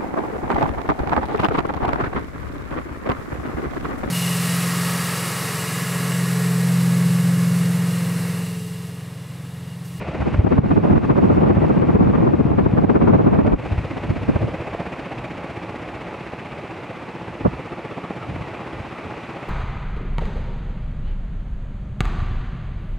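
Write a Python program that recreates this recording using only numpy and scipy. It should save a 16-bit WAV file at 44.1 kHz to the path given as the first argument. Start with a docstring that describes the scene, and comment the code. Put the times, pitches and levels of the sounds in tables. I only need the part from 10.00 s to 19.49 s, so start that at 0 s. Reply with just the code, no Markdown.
"""Under a fast ceiling fan

Metal blades spin under a timber roof, close to a hand-held stereo microphone. Each blade swishes over a
steady rush of air and a faint motor hum. For the first seconds the downdraught hits the two microphone
ports in ragged, crackling puffs, one a blade, then only in stray gusts. A limiter ducks the rush under
the strongest of them."""
import sys
import numpy as np
from scipy import signal
from scipy.fft import rfft, irfft, next_fast_len
from scipy.io import wavfile
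from scipy.ndimage import uniform_filter1d, minimum_filter1d, map_coordinates

SR = 44100
rng = np.random.default_rng(int(sys.argv[2]) if len(sys.argv) > 2 else 0)


def unload_audio(sound):
    """Save the sound as a 16-bit wav file, at the path given as the first command line argument."""
    columns = np.transpose(np.atleast_2d(sound))
    # keep every value between -1 and 1, then stretch to whole-number steps
    steps = np.round(np.clip(columns, -1, 1) * 32767)
    wavfile.write(sys.argv[1], SR, steps.astype(np.int16))


N = 418508
TIME = np.arange(N) / SR
BLADE_HZ = 15.8  # blade passes a second


def amp(db):
    """Decibels to gain."""
    return 10 ** (np.asarray(db) / 20)


def unit(x):
    """Scales to rms 1."""
    return x / np.sqrt(np.mean(x ** 2) + 1e-20)


def curve(rows, column=1):
    """One column of a time table at every sample."""
    rows = np.asarray(rows)
    return np.interp(TIME, rows[:, 0], rows[:, column])


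def colour(x, *spectra):
    """Filters x by the product of spectra given as f/Hz, level/dB."""
    size = next_fast_len(N)
    log_hz = np.log(np.fft.rfftfreq(size, 1 / SR) + 1)
    db = sum(np.interp(log_hz, np.log(rows[:, 0] + 1), rows[:, 1]) for rows in map(np.asarray, spectra))
    return irfft(rfft(x, size) * amp(db), size)[:N]


def noise(*spectra):
    """Fresh noise of the given colour."""
    return colour(rng.standard_normal(N), *spectra)


def even_noise(spectrum, even_s=0.0087):
    """Coloured noise whose strength holds from one instant to the next."""
    x = noise(spectrum)
    power = uniform_filter1d(x ** 2, size=int(even_s * SR))
    return x / np.sqrt(abs(power) + 1e-20)


def wander(rate):
    """Smooth random drift of rms 1 that takes a new value rate times a second."""
    return unit(map_coordinates(rng.standard_normal(4096), [TIME * rate], order=2, mode="wrap"))


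def split(x, hz):
    """The parts of x below and above hz."""
    low = signal.sosfiltfilt(signal.butter(2, hz, fs=SR, output="sos"), x)
    return low, x - low


# How late the blades come by as the microphone moves around the fan: t/s, lag/passes
BLADE_LAG = [(0.0, 0.33), (0.3, 0.42), (0.6, 0.29), (1.2, 0.71), (1.8, 1.07), (2.2, 0.85), (2.85, 0.96),
             (3.1, 0.83), (3.5, 0.83), (4.5, 0.88), (6.0, 1.084), (8.2, 1.093), (9.45, 0.97)]
def blade_count():
    """Running count of blade passes at the microphone, a whole number at each crest."""
    return BLADE_HZ * TIME - curve(BLADE_LAG)


def blade_pass(lead=0., peakiness=0.):
    """Swings once a blade, lead passes early; peakiness sharpens the crest."""
    angle = 2 * np.pi * (blade_count() + lead)
    return np.cos(angle) + peakiness * np.cos(2 * angle)


# The motor overhead, faint behind the air: f/Hz, level/dB
MOTOR_TONES = [(125, -57.5), (172.3, -52)]
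def motor_hum(waver_db=3.0):
    """The motor's tones hold their pitch and waver in level."""
    hum = np.zeros(N)
    for hz, db in MOTOR_TONES:
        level = np.sqrt(2) * amp(db + waver_db * wander(2.6))
        hum += level * np.sin(2 * np.pi * (hz * TIME + rng.random()))
    return hum


def tick(at_s=3.083, level_db=-52, band_hz=(4000, 7200), ring_s=0.006):
    """One faint, bright tick."""
    t = TIME - at_s
    band = signal.butter(3, band_hz, "band", fs=SR, output="sos")
    ring = unit(signal.sosfilt(band, rng.standard_normal(N)))
    return amp(level_db) * ring * (t > 0) * np.exp(-np.clip(t, 0, 1) / ring_s)


# Broad tone of the blades' vortices, from where the microphone is held: t/s, f/Hz, level/dB
LOW_WHOO = [(0, 561.8, -43), (3.6, 519.7, -42.5), (4.5, 544, -41.5), (4.8, 626, -38.5), (5.05, 561.8, -51),
            (7.1, 431, -48.5), (7.7, 437.7, -46), (8.2, 443.6, -55), (9.45, 443.7, -50)]
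# A higher one, heard once the microphone has drawn back: t/s, f/Hz, level/dB
HIGH_WHOO = [(0, 1200, -68), (6.7, 1200, -63.5), (7.3, 1212, -55.5), (7.9, 1220, -48), (8.4, 1187, -50),
             (9.45, 1207, -52)]
def vortex_tone(path, width_hz, glide, depth_db, uneven_db=4.0):
    """Shed vortices make a hollow whoo that swells with each blade and falls in pitch as it goes by."""
    hz = curve(path) * (1 + glide * blade_pass(lead=0.28))
    phase = 2 * np.pi * np.cumsum(hz) / SR
    tone = unit(wander(width_hz) * np.cos(phase) + wander(width_hz) * np.sin(phase))
    swell_db = depth_db * blade_pass(peakiness=0.36) + uneven_db * wander(BLADE_HZ)
    return tone * amp(curve(path, column=2) + swell_db)


# Air noise of the blades in the room: f/Hz, level/dB
RUSH_SPECTRUM = [(20, -26.5), (42, -21.5), (70, -10), (125, -2.5), (210, -6), (350, -6.5), (720, -7),
                 (1400, -14.5), (2550, -16.5), (3100, -26), (5700, -40.5), (9300, -48.5), (12000, -59.5),
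                 (15500, -71.5)]
# Its stereo width at the microphone: f/Hz, side minus mid/dB
RUSH_SIDE = [(60, -25), (110, -17.5), (200, -17), (380, -15), (700, -18.5), (1290, -22), (2380, -16),
             (4400, -12), (8120, -8), (15000, 2.5)]
# Rings of the blades, housing and roof space: f/Hz, width/Hz, level/dB
RESONANCES = [(177, 11, 5), (272, 58, 2), (334.6, 24, 7), (847, 22, 5.5), (1136, 18, 4), (1680, 210, -2.5)]
def air_rush(level_db=-34.0):
    """Mid and side of the steady air noise, coloured by the fan and the space under the roof."""
    hz = np.geomspace(20, 4000, 2000)
    rings_db = sum(db / (1 + (2 * (hz - centre) / width) ** 2) for centre, width, db in RESONANCES)
    rings = np.transpose([hz, rings_db])
    mid, side = noise(RUSH_SPECTRUM, rings), noise(RUSH_SPECTRUM, rings, RUSH_SIDE)
    return amp(level_db) * np.array([mid, side]) / np.std(mid)


# How strongly the blades' whoosh and hiss come through and pulse; the hiss sinks under the wind:
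# t/s, wake level/dB, hiss level/dB, whoosh depth/dB, hiss depth/dB
SWISH_LEVELS = [(0, -0.5, 3, 2, 1.5), (0.33, 3.5, 2, 2.5, 2.5), (0.45, 0.5, -0.5, 4.5, 0),
                (1.15, -2.5, 1, 4, 2.5), (1.6, 6.5, 1, 2.5, -2), (2.3, -0.5, -2.5, -3, 0.5),
                (3.5, 4.5, -1.5, 3.5, 3), (3.65, 1.5, 3.5, 2.5, 2.5), (4.8, 3, 3, 3, 2),
                (4.95, 2.2, 3, 2, 2.5), (5.4, 1.6, 2.1, 1.5, 3), (7.2, -0.8, 0.5, 1.5, 1.2),
                (7.8, 0, 1, 3, 1.5), (8.6, 0.1, 1.5, 1, 1.5), (9.45, 0, 2, 2, 1)]
def blade_swish(thrum_depth=2.8, fizz_depth=0.67, flutter_db=1.39, uneven=0.16):
    """Mid and side: each wake thrums and whooshes, the edges hiss just before, under a steadier fizz."""
    wake, edges = split(air_rush(), hz=1550)
    thrum, whoosh = split(wake, hz=330)
    hiss, fizz = split(edges, hz=3800)
    # no two passes are quite alike, and the wake flutters most at the crest of each
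    swing = blade_pass(lead=0.01, peakiness=0.19) * (1 + uneven * wander(BLADE_HZ))
    whoosh_db = curve(SWISH_LEVELS, column=3) * swing
    wake_db = curve(SWISH_LEVELS) + flutter_db * wander(220) * (1 + swing / 2)
    edge_swing = blade_pass(lead=0.02, peakiness=0.71) * (1 + uneven * wander(BLADE_HZ))
    hiss_db = curve(SWISH_LEVELS, column=4) * edge_swing
    wake = thrum * amp(thrum_depth * whoosh_db) + whoosh * amp(whoosh_db)
    edges = hiss * amp(hiss_db) + fizz * amp(fizz_depth * hiss_db)
    return wake * amp(wake_db) + edges * amp(curve(SWISH_LEVELS, column=2))


# The snaps that reach the microphone most clearly: t/s, level/dB
CLEAR_SNAPS = [(4.750, -11), (5.745, -19), (7.793, -16.5), (7.857, -21), (7.914, -22), (7.983, -16),
               (8.108, -14)]
def blade_snaps(level_db=-31, spread_db=2.0, scatter_s=0.004, spike_s=0.00027, suck_s=0.0011):
    """Each blade cuts the eddy shed by the one before: a pressure spike between two shallow dips."""
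    crests = np.flatnonzero(np.diff(np.floor(blade_count())) > 0)
    late, size = rng.standard_normal((len(crests), 2)).T
    landings = np.clip(crests + (scatter_s * SR * late).astype(int), 0, N - 1)
    hits = np.zeros(N)
    hits[landings] = amp(level_db + curve(SWISH_LEVELS)[crests] + spread_db * np.clip(size, -2, 2))
    for at_s, db in CLEAR_SNAPS:
        hits[round(at_s * SR)] += amp(db)
    t = np.arange(-400, 401) / SR
    pulse = np.exp(-(t / spike_s) ** 2 / 2) - spike_s / suck_s * np.exp(-(t / suck_s) ** 2 / 2)
    return signal.oaconvolve(hits, pulse / pulse.max(), "same")


# The downdraught as the microphone moves into it and out again: t/s, level/dB
DOWNDRAUGHT = [(0.0, -50), (0.33, -28), (0.45, -18), (0.66, -17), (0.95, -14), (1.03, -21.5), (1.15, -15),
               (1.7, -17.5), (2.05, -14), (2.7, -19.5), (3.05, -13.5), (3.53, -15.5), (3.57, -29.5),
               (4.4, -51), (5.0, -54), (9.45, -84)]
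# Gusts that reach the microphone from the edge of the draught: t/s, level/dB
STRAY_GUSTS = [(0.2, -24), (0.28, -23), (3.62, -33), (3.71, -28), (3.939, -34), (4.109, -20), (4.3, -20.5),
               (4.44, -23), (7.3, -47), (7.47, -32), (8.299, -36), (8.35, -39), (8.42, -38), (8.791, -40),
               (9.06, -46)]
def air_strength_db(rise_db_per_s=385, fall_db_per_s=194):
    """Air on the ports: the downdraught plus gusts that rise fast and fall more slowly."""
    gusts = [db - np.maximum(rise_db_per_s * (at_s - TIME), fall_db_per_s * (TIME - at_s))
             for at_s, db in STRAY_GUSTS]
    return 10 * np.log10(sum(amp(db) ** 2 for db in [curve(DOWNDRAUGHT), *gusts]))


# Slow air curling over both ports alike: f/Hz, level/dB
RUMBLE_SPECTRUM = [(15, -31.5), (30, -5), (55, -3), (100, 0.5), (155, -4.5), (230, -15), (450, -38),
                   (1500, -76), (6000, -125)]
def rumble(air_db, level_db=-26, knee_db=-36, growth=0.75, puff_db=1.3, lumpy_db=3.0):
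    """Large slow eddies appear with the faintest draught and level off in strong air."""
    speed = amp(air_db - knee_db)
    level = amp(level_db + puff_db * blade_pass(lead=-0.033) + lumpy_db * wander(25))
    return level * (speed / (1 + speed)) ** growth * unit(noise(RUMBLE_SPECTRUM))


# Large eddies that press on both ports at once: t/s, level/dB, f/Hz
LARGE_EDDIES = [(0.397, -1, 80), (0.449, -3, 170), (0.592, 5.5, 125), (0.911, -10, 198), (1.105, -3, 253),
                (1.382, -5, 240), (1.572, -6, 184), (1.958, -1, 170), (2.012, -6, 180), (2.2, -12, 198),
                (2.455, -6.5, 189), (2.518, -8.5, 181), (2.739, -5.5, 170), (2.965, -7, 250),
                (3.542, -1.5, 32.2), (3.729, -10.5, 76), (3.787, -11, 65), (4.106, -8.5, 101),
                (4.362, -10, 83), (4.447, -11.5, 99.8), (7.454, -13, 149.6), (7.460, -6.5, 400),
                (7.482, -12, 121), (8.414, -24, 110)]
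def thumps():
    """A large eddy sucks, pushes and sucks again: one dull, lopsided thump."""
    out = np.zeros(N)
    for at_s, db, hz in LARGE_EDDIES:
        near = abs(TIME - at_s) < .1
        u = np.sqrt(2) * np.pi * hz * (TIME[near] - at_s)
        out[near] += amp(db) * (1 - u ** 2 + u) * np.exp(-u ** 2 / 2)
    return out


# Crackle right at the edges of the ports: f/Hz, level/dB
CRACKLE_SPECTRUM = [(200, -15.5), (600, 2), (1100, 2.5), (2400, -11), (3200, -23), (6000, -42),
                    (12000, -84.5)]
def crackle(per_s=1400, side_db=-7.5):
    """Mid and side of the smallest eddies tearing at the ports in a spatter of tiny pressure pulses."""
    pulses = rng.choice([-1, 1], (2, N)) * (rng.random((2, N)) < per_s / SR)
    mid, side = (unit(colour(train, CRACKLE_SPECTRUM)) for train in pulses)
    return np.array([mid, amp(side_db) * side])


# Turbulence that both ports share: f/Hz, level/dB
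SHARED_BUFFET = [(15, -31), (30, -26), (55, -10), (95, -2), (155, 3), (320, -5.5), (520, -12.5),
                 (1200, -24), (1650, -45), (3000, -60.5), (6000, -84.5), (12000, -100)]
# The wide, side part of the wind buffeting: f/Hz, level/dB
WIDE_BUFFET = [(20, -40.5), (48, -26.5), (112, 0.5), (190, 7), (240, 4), (342, 3), (550, -4), (1000, -12.5),
               (1400, -21.5), (3000, -48), (6000, -81.5), (12000, -100)]
def turbulence(force_db, mid_db=-2.5, full_db=-15, brightening=0.99, flicker_db=2.5):
    """Mid and side of air breaking on the ports; faster air sheds smaller, brighter eddies."""
    buffet = np.array([amp(mid_db) * unit(noise(SHARED_BUFFET)), unit(noise(WIDE_BUFFET))])
    low, high = split(buffet, hz=500)
    bright_db = np.minimum(brightening * (force_db - full_db), 0) + flicker_db * wander(260)
    return (low + high * amp(bright_db)) * amp(force_db)


def small_eddy_gain(level_db=-9.0, slap_s=0.0051, scatter_s=0.0049, spread_db=2.0):
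    """Even a gentle puff carries a small eddy that breaks in a few milliseconds, near the crest."""
    passes = blade_count()
    nearest = np.round(passes).astype(int)
    early, weakness = rng.standard_normal((nearest.max() + 2, 2))[nearest].T
    t = (passes - nearest) / BLADE_HZ + scatter_s * early
    return amp(level_db - spread_db * np.clip(weakness, -2, 1)) * np.exp(-(t / slap_s) ** 2 / 2)


def blade_puffs(air_db, level_db=-1.5, puff_db=2.0, lumpy_db=1.5, gusty_db=1.5, crackle_db=-22):
    """Mid and side: each blade throws a ragged, crackling puff at the ports, some harder than others."""
    beat_db = puff_db * blade_pass(lead=-0.0098, peakiness=0.088)
    puffs = amp(level_db + beat_db + lumpy_db * wander(80) + gusty_db * wander(14))
    force_db = air_db + 20 * np.log10(np.hypot(puffs, small_eddy_gain()))
    return turbulence(force_db) + amp(force_db + crackle_db) * crackle()


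# The low churn of a hard puff on the ports: f/Hz, level/dB
CHURN_SPECTRUM = [(30, -27), (60, -15.5), (110, -8), (170, -2.5), (270, -3.5), (350, -13), (700, -49),
                  (2000, -100)]
# Its hollow slap: f/Hz, level/dB
SLAP_SPECTRUM = [(150, -24.5), (260, -1.5), (350, 3), (550, -8.5), (1000, -16), (1400, -23), (2000, -43),
                 (6000, -89)]
# The strongest puffs, straight onto the microphone:
# t/s, half-length/s, churn level/dB, slap level/dB, crackle level/dB, left minus right/dB
HARD_PUFFS = [(0.226, 0.004, -21.5, -29, -29.5, -1), (0.268, 0.0082, -28, -19, -41, 0),
              (0.345, 0.0061, -31, -34, -26, -1), (0.45, 0.005, -9.5, -16, -48, 8.5),
              (0.472, 0.0058, -17, -10, -28.5, 8), (0.527, 0.0095, -14, -15, -26.5, 4),
              (0.585, 0.004, -7.5, -9.5, -27, -6), (0.641, 0.0059, -14.5, -16.5, -45, 1),
              (0.718, 0.0088, -9.5, -14.5, -28.5, 1), (0.779, 0.0062, -7, -10, -35, -1.5),
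              (0.854, 0.0055, -16.5, -12.5, -35.5, -4), (0.906, 0.0057, -9.5, -9, -29, 1),
              (0.934, 0.007, -10, -13, -32.5, 1.5), (0.96, 0.007, -12, -17, -29, 2.5),
              (0.981, 0.0031, -7.5, -13, -23.5, 0), (1.043, 0.013, -29, -22, -31, 3),
              (1.107, 0.011, -13, -8.5, -22.5, 4), (1.187, 0.006, -18, -8, -26, -1.5),
              (1.239, 0.011, -11, -12, -40, -0.5), (1.304, 0.0053, -9, -6.5, -35, 0.5),
              (1.379, 0.0062, -14, -10, -32.5, 0.5), (1.439, 0.0042, -18, -8.5, -29, 3.5),
              (1.509, 0.0077, -13.5, -11, -26.5, 2.5), (1.579, 0.0071, -7, -16.5, -43.5, -7.5),
              (1.706, 0.0083, -10.5, -12, -45, -1), (1.774, 0.0071, -12, -18, -30.5, 0.5),
              (1.833, 0.011, -25, -12.5, -29, 3.5), (1.895, 0.0088, -17, -12, -36.5, 0.5),
              (1.959, 0.0068, -16.5, -12, -26, 7), (2.01, 0.0049, -15.5, -10.5, -36.5, 1.5),
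              (2.154, 0.0064, -17, -17, -25.5, 4), (2.183, 0.0045, -17, -16, -47, -9),
              (2.237, 0.0067, -13.5, -15, -46, 4), (2.272, 0.0071, -16, -14, -39.5, 2.5),
              (2.341, 0.0087, -12.5, -11.5, -34.5, 2.5), (2.406, 0.0092, -10, -18, -31.5, 2.5),
              (2.519, 0.0036, -17, -11, -34, -5.5), (2.593, 0.0077, -17, -10, -27.5, 3),
              (2.666, 0.0049, -9.5, -9, -31, 6.5), (2.785, 0.0092, -12.5, -11.5, -30.5, 1),
              (2.846, 0.0053, -10.5, -11, -28.5, -5), (2.9, 0.006, -13, -9, -26.5, 3),
              (2.964, 0.011, -11.5, -7.5, -26.5, 1.5), (3.019, 0.0086, -17, -11.5, -31, 2.5),
              (3.08, 0.0057, -15, -7, -24, 4.5), (3.141, 0.0071, -17, -12, -29, -2),
              (3.202, 0.01, -16, -9, -35, -0.5), (3.274, 0.0093, -9, -8.5, -34, -1.5),
              (3.394, 0.0066, -5, -7.5, -25, -1), (3.481, 0.0057, -13.5, -17, -28.5, 1),
              (3.539, 0.0065, -7, -6, -28, 0), (3.972, 0.0052, -28, -29, -33, -2),
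              (4.165, 0.0041, -21, -37, -47, -5), (4.235, 0.0039, -25, -40, -42, 0),
              (4.293, 0.0079, -12.5, -17, -45, -0.5), (4.365, 0.0041, -18.5, -16.5, -34, -4),
              (7.461, 0.0082, -13.5, -10.5, -37, -4)]
def hard_puffs(crackle_length=0.83, abruptness=2.23):
    """Left and right: a hard puff churns, slaps and crackles, mostly landing nearer one port."""
    churn = np.array([amp(-3.0) * even_noise(CHURN_SPECTRUM, even_s=0.007),  # mid
                      amp(-2.0) * even_noise(CHURN_SPECTRUM, even_s=0.0092)])  # side
    slap = np.array([amp(-8.0) * even_noise(SLAP_SPECTRUM), amp(-1.05) * even_noise(SLAP_SPECTRUM)])
    tearing, out = crackle(), np.zeros((2, N))
    for at_s, half_s, churn_db, slap_db, crackle_db, pan_db in HARD_PUFFS:
        near = abs(TIME - at_s) < .05
        offset = abs(TIME[near] - at_s) / half_s
        body = amp(churn_db) * churn[:, near] + amp(slap_db) * slap[:, near]
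        body *= np.exp(-offset ** abruptness / 2)
        spatter = amp(crackle_db) * tearing[:, near]
        spatter *= np.exp(-(offset / crackle_length) ** abruptness / 2)
        out[:, near] += left_right(*(body + spatter), pan_db)
    return out


def left_right(mid, side, pan_db):
    """Mid and side to left and right; positive pan_db leans left."""
    lean = amp(pan_db / 2)
    return np.array([(mid + side) * lean, (mid - side) / lean])


# Where the fan sits between the ports as the microphone turns: t/s, left minus right/dB
FAN_BALANCE = [(0, 0.5), (.8, -1), (2.3, 1.4), (4.2, 0), (4.8, -0.5), (6.8, -0.5), (9.4, -0.3)]
def scene(self_noise_db=-77):
    """Fan, motor and wind in stereo, over the faint hiss of the microphone."""
    air_db = air_strength_db()
    mid, side = blade_swish() + blade_puffs(air_db)
    mid += vortex_tone(LOW_WHOO, width_hz=260, glide=0.098, depth_db=4.5)
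    mid += vortex_tone(HIGH_WHOO, width_hz=300, glide=0.043, depth_db=2.5)
    mid += motor_hum() + rumble(air_db) + thumps() + tick() + blade_snaps()
    stereo = left_right(mid, side, curve(FAN_BALANCE)) + hard_puffs()
    return stereo + amp(self_noise_db) * rng.standard_normal((2, N))


def record(dry, knee_db=-21, squeeze=0.11, settle_s=1.0, ceiling_db=-2.5, recovery_db_per_s=95,
           low_cut_hz=38, high_cut_hz=15700):
    """Slow gain control, a peak limiter that recovers in a blade pass or two, then low and high cuts."""
    keep = np.exp(-1 / (settle_s * SR))
    power_db = 10 * np.log10(signal.lfilter([1 - keep], [1, -keep], (dry ** 2).mean(0)) + 1e-12)
    eased = dry / amp(squeeze * np.maximum(power_db - knee_db, 0))
    over_db = np.maximum(20 * np.log10(abs(eased).max(0) + 1e-9) - ceiling_db, 0)
    recovery_db = TIME * recovery_db_per_s
    held_db = np.maximum.accumulate(over_db + recovery_db) - recovery_db
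    # the limiter looks a millisecond ahead, so its gain is down when the peak arrives
    ahead_db = -minimum_filter1d(-held_db, size=110)
    limited = eased / amp(uniform_filter1d(uniform_filter1d(ahead_db, size=70), size=40))
    # the deepest pushes are cut after they have ducked everything else
    limited = signal.sosfiltfilt(signal.butter(2, low_cut_hz, "high", fs=SR, output="sos"), limited)
    low_pass = signal.firwin(511, high_cut_hz, window=("kaiser", 9), fs=SR)
    return signal.oaconvolve(limited, low_pass[None], "same")


dry = scene()
out = record(dry)
unload_audio(out)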